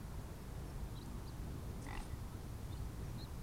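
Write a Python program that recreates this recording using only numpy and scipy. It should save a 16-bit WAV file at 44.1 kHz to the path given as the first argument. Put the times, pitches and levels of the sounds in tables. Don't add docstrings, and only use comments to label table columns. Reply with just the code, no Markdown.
import sys
import numpy as np
from scipy import signal
from scipy.fft import rfft, irfft
from scipy.io import wavfile
from scipy.ndimage import uniform_filter1d

SR = 44100
rng = np.random.default_rng(int(sys.argv[2]) if len(sys.argv) > 2 else 0)


def put_to_file(sound):
    columns = np.atleast_2d(sound).T
    safe = np.clip(columns, -1, 1)
    whole_steps = np.round(safe * 32767)
    wavfile.write(sys.argv[1], SR, whole_steps.astype(np.int16))


def volts(x):
    e = np.asarray(x, float) / 20
    return 10 ** e


N = 150822


def level(x, db):
    return x * volts(db) / np.sqrt(np.mean(x ** 2))


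def band(x, hz, width_hz):
    low_hz = max(hz - width_hz / 2, hz / 4)
    sos = signal.butter(2, [low_hz, low_hz + width_hz], "band", fs=SR, output="sos")
    return signal.sosfilt(sos, x)


def band_noise(hz, width_hz, db):
    return level(band(rng.standard_normal(N), hz, width_hz), db)


def walk(rate_hz):
    hold = int(SR / rate_hz)
    steps = np.repeat(rng.standard_normal(N // hold + 1), hold)
    return 1.35 * uniform_filter1d(uniform_filter1d(steps, hold), hold)[:N]


def coloured(spectrum, db, swell_db, flicker_db):
    f = np.maximum(np.arange(N // 2 + 1) * SR / N, 1)
    hz, db_per_hz = np.array(spectrum).T
    gain = volts(np.interp(np.log(f), np.log(hz), db_per_hz, left=-120))
    shaped = gain * rfft(rng.standard_normal(N))
    out, swell = 0, walk(0.68)
    for octave in range(4, 15):
        window = np.cos(np.pi / 2 * np.clip(np.log2(f) - octave, -1, 1)) ** 2
        out = out + irfft(shaped * window, N) * volts(swell_db * swell + flicker_db * walk(5.95))
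    return level(out, db)


def bell(t, at_s, span_s):
    return np.exp(-((t - at_s) / span_s) ** 2)


def town(t):
    # frequency_hz, density_db (per Hz)
    rumble = [(12, -37), (20, -4.5), (48, 0.5), (125, -1.5), (200, -10), (368, -16), (576, -23), (958, -22),
              (2600, -37.5), (3380, -50), (5720, -120)]
    drone = band_noise(53.5, 12.6, -54)
    car = band_noise(302, 247, -57.5) * bell(t, 1.86, 0.31)
    second_car = band_noise(202, 160, -54) * bell(t, 1.52, 0.084)
    wind = band_noise(35, 25, -46) * bell(t, 1.96, 0.07)
    return coloured(rumble, -47, .5, 0.84) + drone + car + second_car + wind


def microphone():
    # frequency_hz, density_db (per Hz)
    self_noise = [(1060, -37), (1800, -7), (2280, -7.5), (3450, -4), (4560, -4.5), (14900, -9.5),
                  (15600, -11.5)]
    return coloured(self_noise, -65, 0.14, 0.14) + band_noise(9900, 2200, -78) - 0.00081


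def sparrows(t):
    # time_s, pitch_hz, level_db
    arches = [
        [(.953, 3720, -72), (.966, 3780, -66), (.978, 4120, -59.5), (.99, 3720, -61)],
        [(.955, 3300, -72), (.975, 3400, -69), (.988, 3150, -65), (.998, 3050, -72)],
        [(1.262, 4050, -72), (1.274, 4050, -61), (1.282, 4970, -59), (1.304, 3850, -66)],
        [(2.706, 3460, -69), (2.72, 3570, -66), (2.731, 3700, -61.5), (2.742, 3470, -67)],
        [(2.724, 3950, -72), (2.731, 4250, -65), (2.742, 4000, -68)],
        [(3.178, 3800, -70), (3.195, 3730, -68), (3.213, 3800, -60), (3.226, 4200, -57), (3.236, 4310, -56),
         (3.257, 3600, -66)],
        [(3.18, 4200, -66), (3.2, 4000, -62), (3.225, 4330, -59)],
    ]
    # start_s, length_s, from_hz, to_hz, level_db
    chips = [(.655, .006, 5550, 5450, -72), (.668, .012, 5500, 5400, -70), (.696, .013, 5600, 5200, -69),
             (1.012, .011, 3700, 4200, -60), (1.024, .014, 4450, 4000, -68), (1.024, .012, 4650, 4750, -67),
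             (2.748, 0.015, 3000, 2950, -68), (2.097, 0.053, 1980, 1970, -69),
             (2.318, .04, 1280, 1330, -69), (2.77, .014, 4200, 4280, -66), (2.772, .011, 4780, 4700, -68),
             (3.052, .02, 6040, 5500, -70), (3.097, .01, 5900, 5730, -68)]
    notes = arches + [[(start, a, db), (start + length, b, db)] for start, length, a, b, db in chips]
    out, shake = 0, walk(150)
    for note in notes:
        s, hz, db = np.array(note).T
        glide = uniform_filter1d(np.interp(t, s, hz), size=90)
        phase = 2 * np.pi * np.cumsum(glide * (1 + 0.0019 * shake)) / SR
        soft_ends = np.clip(np.minimum(t - s[0], s[-1] - t) / 0.0033 + 0.33, 0, 1) ** 2
        loudness = np.sqrt(2) * volts(np.interp(t, s, db) + 1.06 * shake)
        out = out + loudness * soft_ends * np.sin(phase)
    return out


def tick(t):
    start_s, ring_hz, decay_s = 1.0609, 8500, .0011
    u = np.maximum(t - start_s, 0)
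    impulse = 1. * (np.arange(N) == int(start_s * SR))
    ring = np.exp(-u / decay_s) * np.sin(2 * np.pi * ring_hz * u)
    return volts(-36.5) * band(impulse, 8400, 10200) + volts(-49.5) * ring


def nostrils(t):
    # start_s, length_s, centre_hz, width_hz, level_db
    jets = [
        (1.815, .045, 6100, 1500, -67),
        (1.81, .06, 8900, 2000, -68.5),
        (1.93, .05, 9300, 1500, -71),
        (1.982, .022, 9000, 2000, -67),
        (2.01, .028, 8500, 700, -64.5),
        (2.012, 0.063, 9800, 1000, -70),
        (2.045, 0.019, 8400, 600, -69),
        (1.93, 0.15, 4700, 3800, -67.5),
        (1.87, 0.19, 1550, 2200, -65),
    ]
    flutter = volts(2.4 * walk(170))
    out = 0
    for start, length, hz, width_hz, db in jets:
        out = out + band_noise(hz, width_hz, db) * flutter * bell(t, start + length / 2, length / 2)
    return out


def grunt():
    # frequency_hz, t60_s, peak_db, strongest_at_s, fades_6_db_within_s (roughly)
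    pipe = [(390, .03, -52, 1.95, .1), (1030, .035, -45, 1.928, .038), (1300, .01, -48, 1.92, .06),
            (1650, .01, -50, 1.95, .05), (1975, .04, -42, 1.915, .058), (2280, .013, -45.5, 1.93, .06),
            (2770, .016, -44.5, 1.974, .017), (2620, .012, -48, 1.95, .05), (3150, .01, -51, 1.955, .04),
            (3570, .015, -47, 1.935, .045), (4100, .01, -52, 1.96, .03), (4680, .013, -50, 1.925, .055),
            (5400, .01, -52, 1.955, .03)]
    # time_s, push_db, lowest_resonance_hz
    effort = [
        (1.865, -5, 860),
        (1.887, 0, 905),
        (1.91, -1, 830),
        (1.95, -1, 830),
        (1.974, 0, 885),
        (2.002, -2, 815),
        (2.028, -8, 770),
    ]
    start_s, period_s, slowing_s = 1.8652, .0207, .0004
    open_s, close_s, puff_s = .008, .0015, 0.0056
    rise_s, lag_s_per_khz = .0009, .0005
    k = np.arange(8)
    flaps = start_s + period_s * k + slowing_s * k * (k - 1) / 2
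    flaps = flaps + .0055 * (k == 6) + .006 * (k > 6)
    s, push_db, lowest_hz = np.array(effort).T
    u = np.arange(900) / SR
    out = np.zeros(N)
    for at in flaps:
        effort_db = np.interp(at, s, push_db)
        modes = pipe + [(np.interp(at, s, lowest_hz), .08, -42.5, at, 1)]
        push = volts(-12) * 0.22 * rng.standard_normal(len(u)) * np.exp(-u / puff_s)
        push[0] = 1
        ring = 0
        for hz, t60, db, best, span in modes:
            vary_db, vary_hz = rng.standard_normal(2) * (0.47, 0.016)
            v = np.maximum(u - lag_s_per_khz * (hz / 1000 - 1), 0)
            size = volts(db + effort_db - 4.8 * ((at - best) / span) ** 2 + vary_db)
            envelope = (1 - np.exp(-v / rise_s)) * np.exp(-v * np.log(1000) / t60)
            ring = ring + size * envelope * np.sin(2 * np.pi * hz * (1 + vary_hz) * v)
        gate = np.exp(-np.maximum(u - open_s * volts(effort_db), 0) / close_s)
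        i = int(at * SR)
        out[i:i + len(u)] += np.convolve(push, ring)[:len(u)] * gate
    return out


def banks(voice):
    # delay_s, level_db, centre_hz, width_hz
    shores = [
        (.21, -22, 1970, 500),
        (.41, -20, 1000, 600),
    ]
    u = np.arange(12000) / SR
    smear = rng.standard_normal(len(u)) * np.exp(-u / .012) / 16
    decay = np.exp(-u * np.log(1000) / .3)
    tail = level(rng.standard_normal(len(u)) * decay, -14) / np.sqrt(len(u))
    smeared = signal.fftconvolve(voice, smear)[:N]
    out = signal.fftconvolve(voice, tail)[:N]
    for delay, db, hz, width_hz in shores:
        out = out + volts(db) * np.roll(band(smeared, hz, width_hz), int(delay * SR))
    return out


def scene():
    t = np.arange(N) / SR
    voice = grunt()
    return (town(t) + sparrows(t) + tick(t) + nostrils(t) + voice + banks(voice))[None]


def top_cut(x):
    return signal.sosfilt(signal.butter(12, 15740, fs=SR, output="sos"), x)


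def record(dry):
    return top_cut(dry + microphone())


dry = scene()
out = record(dry)
put_to_file(out)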